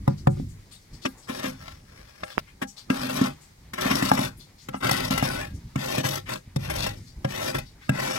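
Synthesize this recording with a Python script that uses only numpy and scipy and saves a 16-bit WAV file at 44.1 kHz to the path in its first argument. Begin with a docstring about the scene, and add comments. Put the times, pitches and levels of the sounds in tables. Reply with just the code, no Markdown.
"""Inside a small freezer compartment, heard from a pair of microphones at its mouth, the left
facing the work. A metal spoon scrapes packed frost off the roof, push after push. It knocks the hollow
wall into ringing, then sticks and slips, crushing a stream of ice crystals; now and then a chunk cracks
off. Behind it lie a low noise floor and faint wisps of hiss. The wall's fading ring rumbles at the
start; later a hand shifts on the microphone housing, and a crumb of ice hits it."""
import sys
import numpy as np
from scipy import signal
from scipy.fft import rfft, irfft, next_fast_len
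from scipy.io import wavfile

SR = 44100
rng = np.random.default_rng(int(sys.argv[2]) if len(sys.argv) > 2 else 0)


def pcm_store(signal):
    """Save signal as 16-bit PCM."""
    levels = np.round(np.clip(np.atleast_2d(signal), -1, 1) * 32767)
    wavfile.write(sys.argv[1], SR, levels.astype(np.int16).T)


N = 360724
TIME = np.arange(N) / SR


def from_db(db):
    """Decibels to gain."""
    return 10 ** (np.asarray(db) / 20)


def unit_rms(x):
    """Scale to an rms of 1."""
    return x / np.sqrt(np.mean(x ** 2) + 1e-20)


def butter(x, order, hz, kind="low"):
    """Causal Butterworth filter."""
    return signal.sosfilt(signal.butter(order, hz, kind, fs=SR, output="sos"), x)


def drift(per_s):
    """Glide between random values of spread 1."""
    knots = rng.standard_normal(int(N / SR * per_s) + 2)
    return np.interp(TIME * per_s, np.arange(len(knots)), knots)


def swells(rows):
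    """Gain of bell-shaped swells."""
    return sum(from_db(db) * np.exp(-((TIME - s) / half_s) ** 2) for s, db, half_s in rows)


def colour(x, spectrum, peaks=(), size=4096):
    """Causal filter of unit power with a smooth spectrum and resonant peaks."""
    hz = np.maximum(np.arange(size // 2 + 1) * SR / size, 1)
    knot_hz, knot_db = np.transpose(spectrum)
    level_db = np.interp(np.log(hz), np.log(knot_hz), knot_db)
    level_db += sum(lift / (1 + (2 * (hz - f) / width) ** 2) for f, width, lift in peaks)
    cepstrum = irfft(np.log(from_db(level_db)))
    cepstrum[1:size // 2] *= 2   # fold to minimum phase
    cepstrum[size // 2 + 1:] = 0
    response = irfft(np.exp(rfft(cepstrum)))
    return signal.oaconvolve(x, response / np.linalg.norm(response))[:N]


def wander(x, depth_db, per_s):
    """Each region of the spectrum grows louder and softer on its own."""
    out, rest = 0, x
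    for edge_hz in [500, 900, 1500, 2300, 3500, 5500, 9000]:
        low = signal.sosfiltfilt(signal.butter(2, edge_hz, fs=SR, output="sos"), rest)
        out = out + low * from_db(depth_db * drift(per_s))
        rest = rest - low
    return out + rest


def fractures(per_s, spread_db):
    """Crystals snap at random moments, many small and a few large; rms 1."""
    sizes = from_db(spread_db * np.minimum(rng.exponential(1, N), 5)) * rng.choice([-1, 1], N)
    return unit_rms(sizes * (rng.random(N) < per_s / SR))


def ring(force, hz, t60):
    """One mode: each click sets off a decaying sine."""
    r, w = from_db(-60 / (t60 * SR)), 2 * np.pi * hz / SR
    return signal.lfilter([0, np.sin(w)], [1, -2 * r * np.cos(w), r * r], force + 1e-18)


def strike(times_s, heights, modes):
    """Blows ring the modes, with one height for each blow and mode."""
    out = np.zeros(N)
    for (hz, _, t60), height in zip(modes, heights.T):
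        blows = np.zeros(N)
        blows[(times_s * SR).astype(int)] = height
        out += ring(blows, hz, t60)
    return out


def mode_shares(modes, spot_hz, reach_octaves):
    """Each spot of the wall favours the modes near its own pitch; unit power."""
    hz, mode_db, _ = np.transpose(modes)
    share = from_db(mode_db) / (1 + (np.log2(hz / spot_hz[:, None]) / reach_octaves) ** 4)
    return share / np.linalg.norm(share, axis=1, keepdims=True)


# The quiet at the mouth of the box. Each row: frequency in Hz, relative level in dB.
FLOOR_SPECTRUM = [(15, -49), (25, 3.5), (141, -0.5), (734, -24), (796, -20.5), (1440, -25.5), (2160, -21),
                  (2690, -28.5), (4740, -24), (16000, -34.5)]

def noise_floor(level_db=-52.5, sway_db=1.73):
    """A faint floor wavers in patches, alike at both microphones in the bass, duller on the right."""
    common, side = [colour(rng.standard_normal(N), FLOOR_SPECTRUM) for _ in range(2)]
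    side = butter(side, 2, 450, "high") * [[1], [-1]]
    gain = from_db(level_db + sway_db * drift(7))
    left, right = gain * (wander(common, depth_db=5, per_s=18) + side)
    return np.array([left, butter(right, 1, 5500)])


# Faint hiss behind the spoon, perhaps from the cooling pipes.
# Each row: start in seconds, centre in Hz, level in dB.
HISS_WISPS = [(.17, 5300, -48), (0.709, 3950, -44), (.71, 7850, -47.5), (0.926, 4960, -46.5),
              (1.015, 4150, -39.5), (1.171, 7100, -50.5), (2.299, 3400, -44.5), (2.466, 2260, -50.5),
              (2.669, 6300, -42), (2.763, 4230, -38.5), (4.391, 4170, -45.5), (4.609, 6400, -50.5),
              (5.535, 6230, -51), (6.256, 2300, -38), (6.96, 5450, -50), (7.06, 4760, -48.5),
              (7.65, 4300, -50.5), (7.809, 2140, -47)]

def wisps(stray_count=24, stray_db=-51, rise_s=.019, band_ratio=1.13):
    """Narrow hiss swells quickly and fades; fainter wisps stray in at random."""
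    strays = [(when * (TIME[-1] - .25), 3000 * 4 ** pitch, stray_db)
              for when, pitch in rng.random((stray_count, 2))]
    out = np.zeros(N)
    for s, hz, level_db in list(HISS_WISPS) + strays:
        span = slice(int(s * SR), int(s * SR) + 9000)
        age = np.maximum(TIME[span] - s, 0) / rise_s
        hiss = butter(rng.standard_normal(len(age)), 1, [hz / band_ratio, hz * band_ratio], "band")
        out[span] += from_db(level_db) * unit_rms(hiss) * age * np.exp(1 - age)
    return out


# Low rumbles: the wall's fading ring at the start, then a hand shifting on the housing.
# Each row: middle in seconds, level in dB, half length in seconds.
LOW_RUMBLES = [(0.0, -33, 0.062), (0.377, -32, 0.13), (1.657, -45.5, 0.15), (4.0, -46, 0.36),
               (5.22, -39.5, 0.37), (5.55, -35, 0.038), (5.655, -40.5, 0.023), (6.478, -38, 0.0072),
               (6.81, -36.5, 0.23), (7.188, -39, 0.017), (7.59, -39, 0.063)]

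def low_rumbles():
    """Deep noise swells and fades, alike at both microphones."""
    spectrum = [(15, -20), (45, -1.5), (90, -3.5), (140, -6.5), (300, -19.5), (1000, -73)]
    return colour(rng.standard_normal(N), spectrum) * swells(LOW_RUMBLES)


# Ice landing on the housing, nearest the right microphone.
# Each row: time in seconds, relative peak in dB, half width in milliseconds.
CRUMB_TAPS = [(2.3759, -18, 0.36), (2.3804, 2.5, 0.098)]

def ice_crumb(left_db=-12, left_lag_s=.0008):
    """Each tap is a sharp pressure pulse on the right, later and blunter on the left."""
    out = np.zeros((2, N))
    for s, peak_db, half_ms in CRUMB_TAPS:
        half_s = half_ms / 1000
        out[0] -= from_db(peak_db + left_db) * np.exp(-.5 * ((TIME - s - left_lag_s) / (2 * half_s)) ** 2)
        out[1] -= from_db(peak_db) * np.exp(-.5 * ((TIME - s) / half_s) ** 2)
    return butter(out + 1e-18, 1, 170, "high")


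# The right microphone against the left; the pair straddles the node of the box's sideways mode.
# Each row: frequency in Hz, level in dB, phase lag in radians.
RIGHT_RESPONSE = [(20, -1.5, 0.5), (231, 1.5, 0.29), (306, -5, 0.5), (348.3, -0.5, 4), (877, -3, 4),
                  (1210, 1.5, 5.5), (1270, -1.5, 4.5), (1650, -8.5, 9), (1830, -4, 8.5), (2400, -10.5, 9.5),
                  (4130, -8.5, 16.5), (7120, -13.5, 27.5), (9740, -16, 36.5), (16500, -31, 97)]

def compartment(x, t60=.024, moves_per_s=16, spots=6):
    """Rough icy walls scatter the treble into a short tail; its pattern shifts as the spoon travels."""
    age = TIME[:6000]
    tails = rng.standard_normal((spots, 2, len(age))) * from_db(-60 * age / t60) * (age > .001)
    tails /= np.linalg.norm(tails, axis=2, keepdims=True)
    tails = butter(tails, 2, 1100, "high")
    weights = np.array([drift(moves_per_s) for _ in range(spots)])
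    weights /= np.linalg.norm(weights, axis=0)
    scattered = sum(signal.oaconvolve((x * weight)[None], tail, axes=1)[:, :N]
                    for weight, tail in zip(weights, tails))
    direct = colour(x, [(20, -16), (800, 8), (2500, -4), (16000, -4)])
    left, right = from_db(-3.5) * direct + from_db(-3) * scattered
    size = next_fast_len(N + 16384)
    bins_hz = np.arange(size // 2 + 1) * SR / size
    hz, level_db, lag = np.transpose(RIGHT_RESPONSE)
    shade = from_db(np.interp(bins_hz, hz, level_db)) * np.exp(-1j * np.interp(bins_hz, hz, lag))
    return np.array([left, irfft(rfft(right, size) * shade, size)[:N]])


# Resonances of the box and the frost-laden spoon, heard from the mouth.
# Each row: centre in Hz, width in Hz, lift in dB.
RESONANCES = [(361.6, 67, 10.5), (512, 29, 15.5), (612, 73, 13.5), (806, 13, 10), (875, 60, 2),
              (1070, 82, 5), (1260, 57, 0.5), (1336, 49, 10.5), (1626, 41, 11), (1710, 110, 6.5),
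              (2154, 810, 8), (2270, 310, 0), (2784, 220, 4.5), (3710, 40, 2), (5400, 720, 8),
              (6000, 71, 0.5), (7990, 200, -4), (10540, 550, 8), (12800, 180, 7.5)]
# Light rubs inside the box. Each row: middle in seconds, relative level in dB, half length in seconds.
SPOON_RUBS = [(1.655, -45.5, 0.094), (2.02, -50.5, 0.15), (2.29, -42.5, 0.08), (2.392, -35.5, 0.0076)]

def resting_spoon():
    """Between the first strokes the spoon trembles against the frost."""
    spectrum = [(200, -8), (1200, 2), (4500, 6.5), (9000, -6), (16000, -7)]
    rub = colour(fractures(per_s=6400, spread_db=5.5), spectrum, RESONANCES)
    return rub * swells(SPOON_RUBS) * from_db(3.7 * drift(30.67))


# The frosted wall, just beyond the microphones. Each row: mode in Hz, weight in dB, t60 in seconds.
WALL_MODES = [(99.7, -1, 0.9), (133, 12, 0.14), (150.1, -0.5, 0.35), (161.5, -20, 0.14),
              (196.6, -0.5, 0.23), (227.2, -2.5, 0.17), (260.8, 5.5, 0.14), (288, -22.5, 0.26),
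              (378, -8, 0.074)]
# The spoon crushes a crust and, at the height of the crunch, meets the wall.
# Each row: time in seconds, thump in dB, pitch of that spot in Hz, clack in dB, crunch in dB,
# crunch treble in dB, crushing time in seconds. Levels are relative.
WALL_KNOCKS = [(.078, -4, 157, -10, -23, -34.5, .0012), (0.272, -2, 140, -9.5, -20.5, -39.5, 0.0019),
               (.37, -23, 92.5, -30, -62, -67, 0.0031), (.398, -17.5, 191, -43, -70, -65, 0.0063),
               (1.056, -20, 323, -26, -19, -43, 0.0073), (1.296, -22.5, 320, -52, -31.5, -45, 0.017),
               (1.443, -22.5, 280, -35, -31, -49, 0.024), (2.623, -23, 251, -44, -25.5, -41, 0.01),
               (2.902, -10, 294, -27, -13.5, -41, 0.0016), (3.214, -8, 277, -28, -22, -34, 0.0025),
               (3.857, -15, 273, -36, -46, -54, 0.0055), (3.911, -17.5, 262, -39, -21.5, -48, 0.015),
               (3.955, -19.5, 210, -41, -32, -21.5, 0.00078), (4.025, -13.5, 238, -26, -14, -30, 0.0021),
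               (4.116, -10.5, 225, -6.5, -16, -31, 0.0012), (4.191, -13.5, 210, -17.5, -29, -33, 0.002),
               (4.688, -24.5, 173, -48, -27.5, -41.5, 0.0031), (4.744, -24, 244, -22, -37, -67, 0.018),
               (4.913, -15, 165, -16, -24, -22, 0.0028), (5.108, -13, 228, -25, -21.5, -26, 0.0012),
               (5.226, -12, 172, -14.5, -20.5, -37, 0.0034), (5.759, -12, 178, -26.5, -24, -40, 0.0026),
               (5.982, -16, 180, -32, -17, -28.5, 0.002), (6.05, -15.5, 132, -32, -24, -47, 0.018),
               (6.562, -9.5, 132, -27.5, -26.5, -34.5, 0.0029), (6.682, -22, 98, -52, -49, -57, 0.0034),
               (7.248, -12, 155, -17.5, -22.5, -45, 0.0034), (7.894, -7, 175, -33, -19, -35.5, 0.0026)]

def wall_thumps(contact_s=.0016):
    """Each knock rings the low modes that are lively at the struck spot."""
    times_s, thump_db, spot_hz, *_ = np.transpose(WALL_KNOCKS)
    heights = from_db(thump_db)[:, None] * mode_shares(WALL_MODES, spot_hz, reach_octaves=.59)
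    cushion = np.hanning(int(contact_s * SR) + 3)   # frost softens the contact
    thumps = np.convolve(strike(times_s, heights, WALL_MODES), cushion / cushion.sum())[:N]
    return from_db(.5) * butter(thumps, 2, 95, "high")


# Higher modes of the same wall. Each row: frequency in Hz, weight in dB, t60 in seconds.
CLACK_MODES = [(357, -22.5, 0.197), (548, -17.5, 0.079), (756, 2, 0.017), (845, 3, 0.03), (990, 2, 0.039),
               (1200, 9, 0.025), (1204, 12, 0.018), (1407, 16.5, 0.012)]

def wall_clacks(pitch_ratio=3.1, linger_t60=.17):
    """Hard knocks reach the higher modes: a hollow clack that lingers in the box."""
    times_s, _, spot_hz, clack_db, *_ = np.transpose(WALL_KNOCKS)
    heights = from_db(clack_db[:, None] + rng.normal(0, 3.9, (len(times_s), len(CLACK_MODES))))
    heights *= mode_shares(CLACK_MODES, pitch_ratio * spot_hz, reach_octaves=.43)
    lingering = strike(times_s, heights, [(hz, db, linger_t60) for hz, db, _ in CLACK_MODES])
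    return from_db(-5.5) * strike(times_s, heights, CLACK_MODES) + from_db(-23) * lingering


def wall_shudder():
    """The dragging spoon keeps the wall trembling on its way from one knocked spot to the next."""
    times_s, _, spot_hz, *_ = np.transpose(WALL_KNOCKS)
    drag = fractures(per_s=500, spread_db=3) * push_gain("tremble")
    shares = mode_shares(WALL_MODES, spot_hz, reach_octaves=.87).T
    trembling = sum((-1) ** k * ring(drag * np.interp(TIME, times_s, shares[k]), hz, t60)
                    for k, (hz, _, t60) in enumerate(WALL_MODES))
    return np.std(drag) * unit_rms(trembling)


# Coarse grains and fine crystals, crushed close by. Each row: frequency in Hz, relative level in dB.
GRAIN_SPECTRUM = [(100, 7.5), (300, 2.5), (500, -6), (900, -.5), (1500, -1), (2700, 2), (4000, -1),
                  (8000, -12), (16000, -101)]
CRYSTAL_SPECTRUM = [(300, 15.5), (2000, -12.5), (3700, 25), (5000, 18.5), (8000, 12.5), (13000, 13.5),
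                    (14300, 9), (16000, 7)]
# Chunks leaving the roof without a knock. Each row: peak time in seconds, relative crunch and
# treble levels in dB, crushing time in seconds.
CHUNK_CRACKS = [(1.681, -33.5, -76, 0.0029), (2.235, -23, -53, 0.0017), (3.738, -28.5, -38.5, 0.0059),
                (3.787, -29, -51, 0.011), (3.811, -44, -30, 0.0024), (4.177, -22, -37.5, 0.0081),
                (4.829, -36, -57, 0.0044), (4.894, -14.5, -31, 0.0021), (5.179, -18, -28.5, 0.0046),
                (6.294, -29, -42, 0.0051), (6.358, -26.5, -41, 0.0025), (6.701, -24, -35.5, 0.0061),
                (6.867, -22, -33, 0.0044), (7.549, -21, -41, 0.0053), (7.586, -25.5, -34.5, 0.0038)]

def cracking():
    """A chunk breaks in a short avalanche of fractures that swells and dies."""
    crunch_gain, treble_gain = np.zeros(N), np.zeros(N)
    for peak_s, crunch_db, treble_db, crush_s in frost_breaks():
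        start_s = peak_s - crush_s
        span = slice(int(start_s * SR), int((start_s + .12) * SR))
        age = np.maximum(TIME[span] - start_s, 0) / max(crush_s, .001)
        burst = (age * np.exp(1 - age)) ** 1.9
        crunch_gain[span] += from_db(crunch_db) * burst
        treble_gain[span] += from_db(treble_db) * burst
    snaps = fractures(per_s=12000, spread_db=1.9)
    crunch = spoon_bowl(colour(snaps * crunch_gain, GRAIN_SPECTRUM, RESONANCES))
    treble = colour(snaps * treble_gain, CRYSTAL_SPECTRUM, RESONANCES)
    return from_db(.5) * crunch + from_db(9) * treble


def frost_breaks():
    """Every moment at which frost gives way, with or without a knock, as rows like CHUNK_CRACKS."""
    return [(s, *crunch) for s, _, _, _, *crunch in WALL_KNOCKS] + list(CHUNK_CRACKS)


# The spoon's pushes along the roof, facing the left microphone.
# Each row: start, length, dig-in time and lift-out time in seconds, then grind, hiss, swell along
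# the push, wall tremble and bowl ring in relative dB.
PUSHES = [(1.269, .26, 0.0037, 0.07, -39, -42, 20.5, -39.5, -1),
          (2.893, 0.43, 0.0085, 0.059, -34.5, -39, 4, -31.5, 3),
          (3.752, 0.56, 0.078, 0.051, -31, -33, -7.5, -31.5, 2.5),
          (4.804, 0.3, 0.037, 0.02, -30.5, -33, -10.5, -28, 1),
          (5.099, 0.4, 0.0057, 0.087, -32.5, -37, -8.5, -33, -8.5),
          (5.763, 0.27, 0.016, 0.037, -33, -38, 11.5, -36, -3),
          (6.025, 0.19, 0.023, 0.035, -34, -33.5, -8, -35.5, -1),
          (6.275, 0.099, .012, 0.038, -33, -36, 4, -34, 0),
          (6.566, 0.37, 0.073, .075, -35.5, -39.5, 12, -33, -8.5),
          (7.252, 0.29, 0.054, 0.045, -33.5, -38, 11.5, -41, -6),
          (7.526, 0.11, 0.018, 0.051, -35.5, -41.5, -1, -30.5, -9),
          (7.91, 0.59, 0.083, .05, -31, -39.5, -3, -35, -4.5)]

def push_gain(layer, stall_s=.011, stall_lead_s=.0043):
    """Each push digs in, swells or eases, and lifts out; the rim sticks just before frost breaks."""
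    bite_db, stall_db = (21, 7) if layer == "hiss" else (19.5, 3)
    gain, stuck = np.zeros(N), np.zeros(N)
    for s, length, dig_s, lift_s, grind_db, hiss_db, swell_db, tremble_db, _ in PUSHES:
        level_db = {"grind": grind_db, "hiss": hiss_db, "tremble": tremble_db}[layer]
        span = slice(int(s * SR), int((s + 2 * length) * SR))
        age = TIME[span] - s
        entering = np.maximum(1 - age / dig_s, 0)
        leaving = np.maximum(1 + (age - length) / lift_s, 0)
        along = np.minimum(age / length, 1) - .5
        gain[span] += from_db(level_db + swell_db * along - bite_db * (entering + leaving))
    for s, _, _, crush_s in frost_breaks():
        span = slice(max(int((s - .1) * SR), 0), int((s + .1) * SR))
        stuck[span] += np.exp(-((TIME[span] - s + crush_s + stall_lead_s) / stall_s) ** 2)
    return gain * from_db(-stall_db * stuck)


def spoon_bowl(x, band_hz=(1020, 1420)):
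    """The bowl's broad resonance stands out or sinks with the grip of each push."""
    start_s, length, *_, ring_db = np.transpose(PUSHES)
    gain = from_db(np.interp(TIME, start_s + length / 2, ring_db))
    return x + butter(x, 1, band_hz, "band") * (gain - 1)


def loaded_spoon(x, spectrum, loads, spoon_above_hz=1450, detune=.088):
    """The spoon's resonances move with a heavy, middling or light load of frost; the box's stay put."""
    out = 0
    for step, share in zip((-1, 0, 1), loads):
        peaks = [(hz * (1 + step * detune * (hz > spoon_above_hz)), width, db)
                 for hz, width, db in RESONANCES]
        out = out + colour(x * share, spectrum, peaks)
    return out


def scraping(slip_db=2, slips_per_s=200, load_changes_per_s=6):
    """The rim sticks and slips through the frost; each slip crushes coarse grains and fine crystals."""
    slips = unit_rms(from_db(slip_db * drift(slips_per_s)))
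    grains = fractures(per_s=6000, spread_db=2.5)
    crystals = unit_rms(.5 * grains + fractures(per_s=8000, spread_db=6))
    loads = np.exp(2 * np.array([drift(load_changes_per_s) for _ in range(3)]))
    loads /= loads.sum(axis=0)
    grind = spoon_bowl(loaded_spoon(grains * slips * push_gain("grind"), GRAIN_SPECTRUM, loads))
    hiss = loaded_spoon(crystals * slips * push_gain("hiss"), CRYSTAL_SPECTRUM, loads)
    scrape = from_db(3.5) * grind + from_db(5) * hiss
    return wander(scrape, depth_db=2.5, per_s=14)   # the point of contact moves


def scene():
    """The work inside the box, heard from its mouth, with the crumb, the floor and the rumbles."""
    inside = scraping() + cracking() + wall_thumps() + wall_clacks() + wall_shudder()
    inside += resting_spoon() + wisps()
    return compartment(inside) + ice_crumb() + noise_floor() + low_rumbles()


def record(dry):
    """Peaks stop at full scale, and the top is cut steeply at 15850 Hz."""
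    lowpass = signal.ellip(10, .1, 90, 15850, fs=SR, output="sos")
    return signal.sosfilt(lowpass, np.clip(dry, -1, 1))


dry = scene()
out = record(dry)
pcm_store(out)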